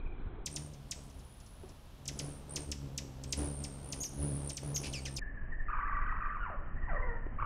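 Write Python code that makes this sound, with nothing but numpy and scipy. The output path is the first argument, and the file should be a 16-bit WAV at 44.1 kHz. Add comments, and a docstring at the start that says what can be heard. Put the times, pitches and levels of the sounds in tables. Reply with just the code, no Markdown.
"""Under a porch roof, hummingbirds squabble at a feeder: wings hum, males' wing tips trill, birds chip and scold.
Hums are stacked sine waves with a rush of noise; trills are one short whistle per wing beat;
calls are gliding tones shaped by the throat; soft knocks, background noise and porch echoes surround them.
There are three parts with hard cuts. The first and last run in slow motion, four and five times lower
and longer: the hum becomes a flutter, and the calls in the last part become dull whistles."""
import sys
import numpy as np
from scipy import signal
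from scipy.fft import rfft, irfft, next_fast_len
from scipy.io import wavfile

SR = 44100
rng = np.random.default_rng(int(sys.argv[2]) if len(sys.argv) > 2 else 0)


def file_out(sig):
    """Save sig as 16-bit WAV at sys.argv[1]."""
    # one column per channel
    cols = np.atleast_2d(sig).T
    # limit, then scale
    lim = np.clip(cols, -1, 1)
    pcm = np.round(lim * 32767).astype(np.int16)
    wavfile.write(sys.argv[1], SR, pcm)


N = 328677
TIME = np.arange(N) / SR


def from_db(db):
    """Turn decibels into a multiplier."""
    return 10 ** (np.asarray(db) / 20)


def rms_one(x):
    """Scale a sound to an average power of one."""
    return x / np.sqrt(np.mean(x ** 2) + 1e-20)


def gain_at(spectrum, hz):
    """Read a tone-colour table at any pitch, as a multiplier."""
    points, db = np.transpose(spectrum)
    return from_db(np.interp(np.log(np.maximum(hz, 1)), np.log(points), db))


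def noise(spectrum, slow=1):
    """Noise of average power one with the table's colour, lowered in pitch by the slow-down."""
    size = next_fast_len(N, real=True)
    hz = np.fft.rfftfreq(size, 1 / SR)
    coloured = rfft(rng.standard_normal(size)) * gain_at(spectrum, hz * slow)
    return rms_one(irfft(coloured, size)[:N])


def drift(t, rate):
    """Random wander around zero: straight lines between `rate` random values a second, of spread one."""
    knots = np.arange(t[0], t[-1] + 2 / rate, 1 / rate)
    return np.interp(t, knots, rng.standard_normal(len(knots)))


def low_pass(x, hz):
    """Remove nearly everything above a pitch, with a very steep edge."""
    return signal.sosfilt(signal.ellip(10, .2, 75, hz, fs=SR, output="sos"), x)


def span(start, end):
    """Sample times between two moments."""
    return np.arange(round(start * SR), round(end * SR)) / SR


def add(out, t, sound):
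    """Mix a sound in at its own times, leaving off what falls outside the scene."""
    at = np.round(t * SR).astype(int)
    inside = (at >= 0) & (at < N)
    out[at[inside]] += sound[inside]


def porch(x, slow, echo_db, tail_db, echo_s=0.0038, scatter_t60=0.069, tail_t60=0.49):
    """An echo off the roof, a quick scatter from beams and wall, then a faint tail; times are unslowed."""
    t = span(0, .3 * slow) / slow
    fading = from_db(-60 * t / [[scatter_t60], [tail_t60]])
    early, late = rng.standard_normal((2, len(t))) * (t > echo_s) * fading
    response = from_db(echo_db) * early / np.linalg.norm(early)
    response += from_db(tail_db) * late / np.linalg.norm(late)
    response[round(echo_s * slow * SR)] += from_db(echo_db - 3.5)
    return x + signal.fftconvolve(x, response)[:N]


def pips(rows, slow, width=0.0014, droop=.035):
    """Once a stroke the narrow outer feathers flutter: a brief, falling whistle."""
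    out = np.zeros(N)
    for s, db, hz in rows:
        t = span(s - 3 * width * slow, s + 3 * width * slow)
        age = (t - s) / (width * slow)
        phase = 2 * np.pi * np.cumsum(hz * (1 - droop * age)) / SR
        add(out, t, from_db(db) * np.exp(-age ** 2 / 2) * np.sin(phase))
    return out


# Wing-tip trills, swelling and fading at a steady wing beat. Columns: start t/s, crest t/s, end t/s,
# wing beat f/Hz, first f/Hz, last f/Hz, crest level/dB before scatter, extra send to the porch level/dB
WING_TIP_TRILLS = [(-0.049, 0.009, 0.2, 17.2, 2430.0, 2430.0, -52.5, 2.0),
                   (0.488, 0.531, 0.689, 74.0, 9050.0, 9200.0, -42.7, 3.0),
                   (0.89, 0.97, 1.1, 68.0, 7950.0, 8300.0, -53.8, 0.0),
                   (0.72, 1.48, 1.88, 66.0, 9330.0, 10260.0, -59.0, 4.0),
                   (2.094, 2.253, 2.412, 71.0, 10310.0, 9390.0, -48.0, 0.0),
                   (2.17, 2.335, 2.419, 66.0, 8710.0, 8950.0, -52.6, 6.0),
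                   (2.482, 2.517, 2.72, 72.0, 9120.0, 9010.0, -41.6, 3.0),
                   (3.248, 3.335, 3.485, 66.0, 8530.0, 8780.0, -46.7, 6.0),
                   (3.363, 3.379, 3.644, 73.0, 9800.0, 8780.0, -35.9, 0.0),
                   (3.457, 3.621, 3.845, 67.0, 8900.0, 8820.0, -45.2, 5.0),
                   (3.788, 3.877, 4.233, 69.0, 9260.0, 9340.0, -44.6, 0.0),
                   (3.882, 3.994, 4.074, 66.0, 9210.0, 9020.0, -45.1, 6.0),
                   (4.132, 4.235, 4.472, 72.0, 10160.0, 9280.0, -37.7, 0.0),
                   (4.2, 4.342, 4.584, 66.0, 8700.0, 8530.0, -51.0, 6.0),
                   (4.362, 4.481, 4.623, 70.0, 9500.0, 8520.0, -40.5, 0.0),
                   (4.621, 4.651, 4.76, 71.0, 9190.0, 9780.0, -39.8, 0.0),
                   (4.722, 4.878, 4.954, 73.0, 9800.0, 9140.0, -43.0, 0.0),
                   (4.748, 5.117, 5.239, 66.0, 8780.0, 8820.0, -49.5, 5.0),
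                   (5.151, 5.23, 5.58, 13.25, 1850.0, 1700.0, -43.0, 0.0),
                   (5.455, 5.53, 5.8, 13.4, 1790.0, 1740.0, -41.5, 0.0),
                   (5.605, 5.9, 6.6, 14.2, 1990.0, 1900.0, -43.0, 0.0),
                   (6.64, 7.04, 7.26, 15.2, 1930.0, 1880.0, -41.5, 0.0),
                   (6.713, 6.79, 6.98, 13.0, 1900.0, 1930.0, -45.0, 0.0)]
TRILL_EDGE_DB, TRILL_PITCH_PER_DB = -18.0, .002   # level at both ends; share of pitch gained per dB


def trills(start, end, slow, echo_db, tail_db, scatter_db=2.6, scatter=.019, scatter_growth=.45, usual_db=-44):
    """One pip per wing beat, rising in pitch with strength; louder birds vary more, further ones echo more."""
    direct, sent = np.zeros((2, N))
    for first, crest, last, beat_hz, first_hz, last_hz, db, porch_db in WING_TIP_TRILLS:
        if start <= crest < end:
            s = np.arange(first, last, 1 / beat_hz)
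            chance = rng.standard_normal((len(s), 2))
            effort_db = TRILL_EDGE_DB * np.interp(s, [first, crest, last], [1, 0, 1]) ** 2
            spread = scatter * from_db(scatter_growth * (db - usual_db))
            hz = np.interp(s, [first, last], [first_hz, last_hz])
            hz = hz * (1 + TRILL_PITCH_PER_DB * effort_db + spread * chance[:, 1])
            level = db + effort_db + scatter_db * chance[:, 0]
            tips = pips(zip(s, level, hz), slow)
            direct += tips
            sent += from_db(porch_db) * tips
    reflections = porch(sent, slow, echo_db, tail_db) - sent
    return direct + reflections


# A bird darts up and backs off. Columns: nearest t/s, wing beat f/Hz, hum level/dB, swish level/dB,
# approach t/s, retreat t/s
WING_DARTS = [(0.052, 15.6, -39.3, -52.8, 0.044, 0.061), (0.234, 13.5, -46.5, -47.7, 0.057, 0.128),
              (0.449, 16.9, -41.9, -54.8, 0.049, 0.137), (0.592, 74.5, -44.0, -52.7, 0.111, 0.11),
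              (0.792, 68.0, -54.0, -61.6, 0.024, 0.149), (0.993, 68.0, -52.9, -54.6, 0.054, 0.026),
              (1.08, 70.5, -45.5, -64.6, 0.057, 0.034), (1.183, 67.0, -53.8, -60.5, 0.041, 0.065),
              (1.713, 75.5, -55.5, -58.6, 0.12, 0.015), (2.114, 70.0, -43.0, -57.0, 0.048, 0.025),
              (2.229, 72.0, -44.0, -48.2, 0.079, 0.13), (2.596, 73.4, -44.1, -47.0, 0.087, 0.048),
              (2.697, 73.6, -40.5, -53.7, 0.016, 0.067), (2.848, 69.4, -41.4, -54.5, 0.042, 0.09),
              (3.002, 70.8, -48.7, -55.1, 0.057, 0.095), (3.322, 66.5, -44.5, -54.0, 0.223, 0.073),
              (3.392, 73.0, -32.4, -40.7, 0.017, 0.097), (3.614, 72.7, -45.3, -51.4, 0.026, 0.11),
              (4.015, 68.5, -48.6, -51.4, 0.331, 0.026), (4.222, 72.0, -32.5, -46.8, 0.039, 0.127),
              (4.507, 72.0, -48.6, -48.8, 0.378, 0.019), (4.637, 72.0, -39.9, -47.1, 0.017, 0.207),
              (4.84, 70.0, -46.5, -48.8, 0.059, 0.125), (5.146, 66.6, -42.7, -53.2, 0.217, 0.151),
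              (5.49, 11.8, -39.2, -48.2, 0.165, 0.089), (5.634, 11.7, -34.4, -55.0, 0.063, 0.252),
              (5.946, 12.8, -34.2, -47.5, 0.04, 0.402), (6.556, 12.0, -40.1, -52.5, 0.032, 0.446),
              (7.009, 12.2, -37.8, -44.4, 0.333, 0.155), (7.452, 12.0, -39.2, -44.4, 0.189, 0.152)]
BEAT_SAG = .04   # share by which the wing beat slackens far from the nearest moment


def flight(start, end):
    """Beat rate, hum gain and swish gain: pressure falls with distance squared, the loudest hum leads the beat."""
    hum_power, swish_power, beat = np.zeros((3, N))
    for s, beat_hz, hum_db, swish_db, approach, retreat in WING_DARTS:
        if start <= s < end:
            near = 1 / (1 + ((TIME - s) / np.where(TIME < s, approach, retreat)) ** 2)
            power = (from_db(hum_db) * near) ** 2
            hum_power += power
            swish_power += (from_db(swish_db) * near) ** 2
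            beat += power * beat_hz * (1 - BEAT_SAG * (1 - near))
    return beat / hum_power, np.sqrt(hum_power), np.sqrt(swish_power)


# Overtones of the wing beat. Columns: multiple of the beat, relative level/dB
HUM_OVERTONES = [(1, 0), (2, 1), (3, -10), (4, -8), (5, -17.5), (6, -20.5), (7, -29), (8, -20.5)]
# Colour of the air rushing off the wings at natural speed. Columns: f/Hz, relative level/dB (per Hz)
WING_SWISH = [(60, 0), (200, 5), (550, 0), (1000, -9), (1800, -17.5), (3500, -22), (6000, -22),
              (12000, -39.5)]


def wing_hum(start, end, slow, waver=0.42, throb=0.37):
    """Each stroke is a push and a pull of pressure, with a puff of turbulence at the reversal."""
    beat_hz, hum_gain, swish_gain = flight(start, end)
    phase = 2 * np.pi * np.cumsum(beat_hz) / SR
    hum = np.zeros(N)
    for k, db in HUM_OVERTONES:
        strength = from_db(db) * (1 + waver * drift(TIME, 20 / slow))
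        hum -= strength * np.sin(k * phase + waver * drift(TIME, 25 / slow))
    swish = noise(WING_SWISH, slow) * np.exp(throb * np.cos(phase))
    return hum_gain * rms_one(hum) + swish_gain * rms_one(swish)


# Colour of the open air in the first part, as heard. Columns: f/Hz, relative level/dB (per Hz)
OPENING_AIR = [(12, -18), (20, 3.5), (44, -10.5), (170, -27), (387, -24.5), (578, -38.5), (825, -34),
               (964, -37.5), (1470, -39.5), (1880, -48.5), (2460, -45.5), (2690, -56), (3280, -50),
               (4100, -62), (5330, -90), (9020, -120)]


def opening_part(start, end, slow):
    """Slow motion: birds flutter at the feeder ports, in open air made of shaped noise."""
    tips = trills(start, end, slow, echo_db=-9.0, tail_db=-9.0)
    return tips + wing_hum(start, end, slow) + from_db(-40.5) * noise(OPENING_AIR)


# Soft bumps at the feeder. Columns: start t/s, f/Hz, starting level/dB of the note, time to fade by 60 dB t/s
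FEEDER_BUMPS = [(.385, 400, -48, 0.16), (1.635, 375, -43, .1), (6.5, 330, -42, 0.0283),
                (7.265, 342, -34.5, .025)]


def bumps(grit=.6):
    """A bird knocks the plastic feeder: one damped, slightly gritty note."""
    out = np.zeros(N)
    for s, hz, db, t60 in FEEDER_BUMPS:
        t = span(s, s + t60)
        note = np.sin(2 * np.pi * hz * (t - s)) + grit * drift(t, 5 * hz)
        add(out, t, from_db(db - 60 * (t - s) / t60) * note)
    return out


# How throat and beak colour a call at natural speed. Columns: f/Hz, level/dB
THROAT_COLOUR = [(1400, -8.5), (1900, -15), (2700, -7), (3900, -12), (5200, -2), (6400, -3), (7800, -7.5),
                 (9500, -9.5), (12500, -17), (16000, -30)]


def syrinx(t, hz, slow, overtone_db, rough, rasp=0, count=5):
    """A tone with overtones through the throat; in harsh calls the membranes beat unevenly."""
    hz = hz * (1 + rough * drift(t, 1500 / slow))
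    phase = 2 * np.pi * np.cumsum(hz) / SR
    tone = np.zeros(len(t))
    for k in range(1, count + 1):
        gain = from_db(overtone_db * (k - 1)) * gain_at(THROAT_COLOUR, k * hz * slow)
        playable = k * hz < SR / 2
        tone += gain * playable * np.sin(k * phase)
    judder = (1 + rasp * drift(t, 2200 / slow)) / np.sqrt(1 + rasp ** 2)
    soft_ends = np.clip(np.minimum(t - t[0], t[-1] - t) / (0.00036 * slow), 0, 1)
    return tone * judder * soft_ends


# Chips. Columns: pitch passes roughly 6 kHz t/s, level/dB before the throat, fall t/s
CHIP_CALLS = [(0.463, -28.5, 0.0067), (0.5631, -30, .0055), (.738, -51.5, 0.0074), (0.9139, -29.5, 0.0067),
              (1.102, -55, .007), (1.196, -56, 0.0079), (1.404, -52.5, 0.0051), (1.465, -53.5, 0.0065),
              (1.694, -52.5, 0.0076), (2.057, -41.5, 0.0045), (2.081, -29, 0.0065), (2.1927, -29, 0.0054),
              (2.5614, -27.5, 0.0062), (2.7177, -28, 0.0046), (2.9794, -27, 0.0049), (3.2388, -38, 0.0045),
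              (3.3266, -23.5, 0.0046), (3.6417, -34.5, 0.0068), (3.9259, -30.5, .006), (4.034, -33, 0.0057),
              (4.4971, -34.5, 0.0079), (4.5715, -31.5, 0.0067), (4.7613, -28, 0.0046)]


def chips(top_hz=9300, end_hz=1450, fade_db=-9.5):
    """Each chip dives more than two octaves, flaring as it crosses the throat resonance."""
    out = np.zeros(N)
    for s, db, fall in CHIP_CALLS:
        t = span(s - 0.59 * fall, s + 2.68 * fall)
        hz = end_hz + (top_hz - end_hz) * np.exp(-(t - t[0]) / fall)
        fade = np.maximum(t - s, 0) / (t[-1] - s)
        voice = syrinx(t, hz, 0.97, overtone_db=-5.5, rough=0.02612, rasp=.2)
        add(out, t, from_db(db + fade_db * fade) * voice)
    return out


def swell(t, start, end, attack, release, sag_db, depth_db=-18.0):
    """Level in dB of one effort: attack, a slowly sagging hold, release."""
    edge = np.minimum(np.minimum((t - start) / attack, (end - t) / release), 1)
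    return depth_db * (1 - edge) + sag_db * (t - start) / (end - start)


# Thin arched whistles. Columns: start t/s, length t/s, top f/Hz, level/dB before the throat
ARCHED_WHISTLES = [(4.001, .07, 6700, -33), (4.742, .048, 6600, -31)]


def whistles(start, end, slow, crest=.33, droop=.25, bend=2.3):
    """A whistle arches over its top pitch and droops as it ends."""
    out = np.zeros(N)
    for s, length, top_hz, db in ARCHED_WHISTLES:
        if start <= s < end:
            t = span(s, s + length)
            from_crest = np.abs(((t - s) / length - crest) / (1 - crest))
            hz = top_hz * (1 - droop * from_crest ** bend)
            level = db + swell(t, s, s + length, attack=.007, release=.009, sag_db=-3.0)
            add(out, t, from_db(level) * syrinx(t, hz, slow, overtone_db=-2.0, rough=0.023, rasp=0.19))
    return out


# Angry buzzes. Columns: start t/s, end t/s, warble period t/s, low f/Hz, high f/Hz,
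# first level/dB and last level/dB, both before the throat
ANGRY_BUZZES = [(4.835, 4.883, 0.011, 2406, 4410, -33, -38),
                (5.683, 6.374, .0478, 1171, 1851, -32.5, -35.5),
                (7.383, 7.464, 0.035, 1170, 1450, -33.5, -30)]


def buzzes(start, end, slow, dip_db=-1.5):
    """A rasping pitch thrown up and down, about 90 to 140 times a second at natural speed, easing when high."""
    out = np.zeros(N)
    for first, last, period, low_hz, high_hz, first_db, last_db in ANGRY_BUZZES:
        if start <= first < end:
            t = span(first, last)
            turn = (t - first) / period + .03 * drift(t, 1 / period)
            swing = ((1 - np.sin(2 * np.pi * turn)) / 2) ** 2
            hz = low_hz * (high_hz / low_hz) ** swing * (1 + .02 * drift(t, 1 / period))
            voice = syrinx(t, hz, slow, overtone_db=-6.5, rough=.065, rasp=.8)
            level = np.linspace(first_db, last_db, len(t)) + dip_db * swing
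            add(out, t, from_db(level) * voice)
    return out


# Scolding down-slurs. Columns: start t/s, length t/s, first f/Hz, low f/Hz before sagging,
# hold t/s, fall t/s, level/dB before the throat
SCOLDING_SLURS = [(4.927, .075, 5280, 2760, .001, .0062, -32.5), (5.05, .046, 4200, 2100, .001, .008, -32),
                  (5.16, .044, 8230, 2500, .002, .0105, -31), (6.385, .215, 1490, 570, .055, .05, -33),
                  (6.868, .325, 1130, 560, .004, .03, -32.5)]


def scolds(start, end, slow, sag=.22, wobble=.02):
    """A scold starts high, soon drops to a hoarse low note and keeps sagging as it fades."""
    out = np.zeros(N)
    for s, length, first_hz, low_hz, hold, fall, db in SCOLDING_SLURS:
        if start <= s < end:
            t = span(s, s + length)
            hz = low_hz + (first_hz - low_hz) * np.exp(-np.maximum(t - s - hold, 0) / fall)
            hz = hz * (1 - sag * (t - s) / length + wobble * drift(t, 200 / slow))
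            level = db + swell(t, s, s + length, attack=.005 * slow, release=.007 * slow, sag_db=-9.0)
            voice = syrinx(t, hz, slow, overtone_db=-5.0, rough=.035, rasp=.5)
            add(out, t, from_db(level) * voice)
    return out


def voices(start, end, slow):
    """All whistles, buzzes and scolds of one part."""
    return whistles(start, end, slow) + buzzes(start, end, slow) + scolds(start, end, slow)


# Colour of the open air in the middle part. Columns: f/Hz, relative level/dB (per Hz)
NATURAL_SPEED_AIR = [(12, -41.5), (20, -6.5), (38, -4), (54, -5), (161, -17), (274, -23.5), (298, -27),
                     (404, -26.5), (439, -27.5), (932, -28.5), (1980, -39.5), (3170, -36.5), (8640, -48),
                     (9930, -45.5), (15500, -53.5)]
# A faint, steady, very high whine made of narrow noise. Columns: f/Hz, relative level/dB (per Hz)
HIGH_WHINE = [(11700, -40), (12150, 0), (12300, 0), (12800, -40)]


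def natural_speed_part(start, end, slow):
    """Natural speed: hum, trills and calls under the porch, with air and a faint whine of shaped noise."""
    calls = porch(chips() + voices(start, end, slow), slow, echo_db=-8.5, tail_db=-10.0)
    tips = trills(start, end, slow, echo_db=-9.0, tail_db=-10.0)
    air = from_db(-52) * noise(NATURAL_SPEED_AIR) + from_db(-84) * noise(HIGH_WHINE)
    return calls + tips + wing_hum(start, end, slow) + air


# Colour of the last part's background: low air rumble with a blurred wash of slowed trills near 1.8 kHz.
# Columns: f/Hz, relative level/dB (per Hz)
CLOSING_BACKGROUND = [(12, -29), (20, 8), (59, -9), (129, -19.5), (205, -20.5), (505, -34), (623, -28.5),
                      (908, -39), (1140, -34.5), (1350, -41), (1780, -27), (2060, -38), (3000, -54),
                      (3900, -76), (6600, -120)]


def closing_part(start, end, slow):
    """Slow motion: a crowd arrives and quarrels, over shaped noise for low air rumble and a wash of trills."""
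    calls = porch(voices(start, end, slow), slow, echo_db=-5.0, tail_db=-10.0)
    tips = trills(start, end, slow, echo_db=-4.5, tail_db=-16.5)
    background = from_db(-41.5) * noise(CLOSING_BACKGROUND)
    return calls + tips + wing_hum(start, end, slow) + background


# The three parts. Columns: start t/s, end t/s, slow-down factor, top of the band f/Hz
PARTS = [(0, .453, 4, 4150), (.453, 5.194, 1, 15600), (5.194, 7.46, 5, 3100)]


def scene():
    """The parts follow one another with hard cuts; the slowed parts have a lower top to their band."""
    out, knocks = np.zeros(N), bumps()
    players = (opening_part, natural_speed_part, closing_part)
    for play, (start, end, slow, top_hz) in zip(players, PARTS):
        sounding = np.clip(np.minimum(TIME - start, end - TIME) / .001, 0, 1)   # 1 ms edges avoid clicks
        out += low_pass(play(start, end, slow) + knocks, top_hz) * sounding
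    return out[None]


def record(dry):
    """The very top of the whole sound is cut, above 15650 Hz."""
    return low_pass(dry, 15650)


dry = scene()
out = record(dry)
file_out(out)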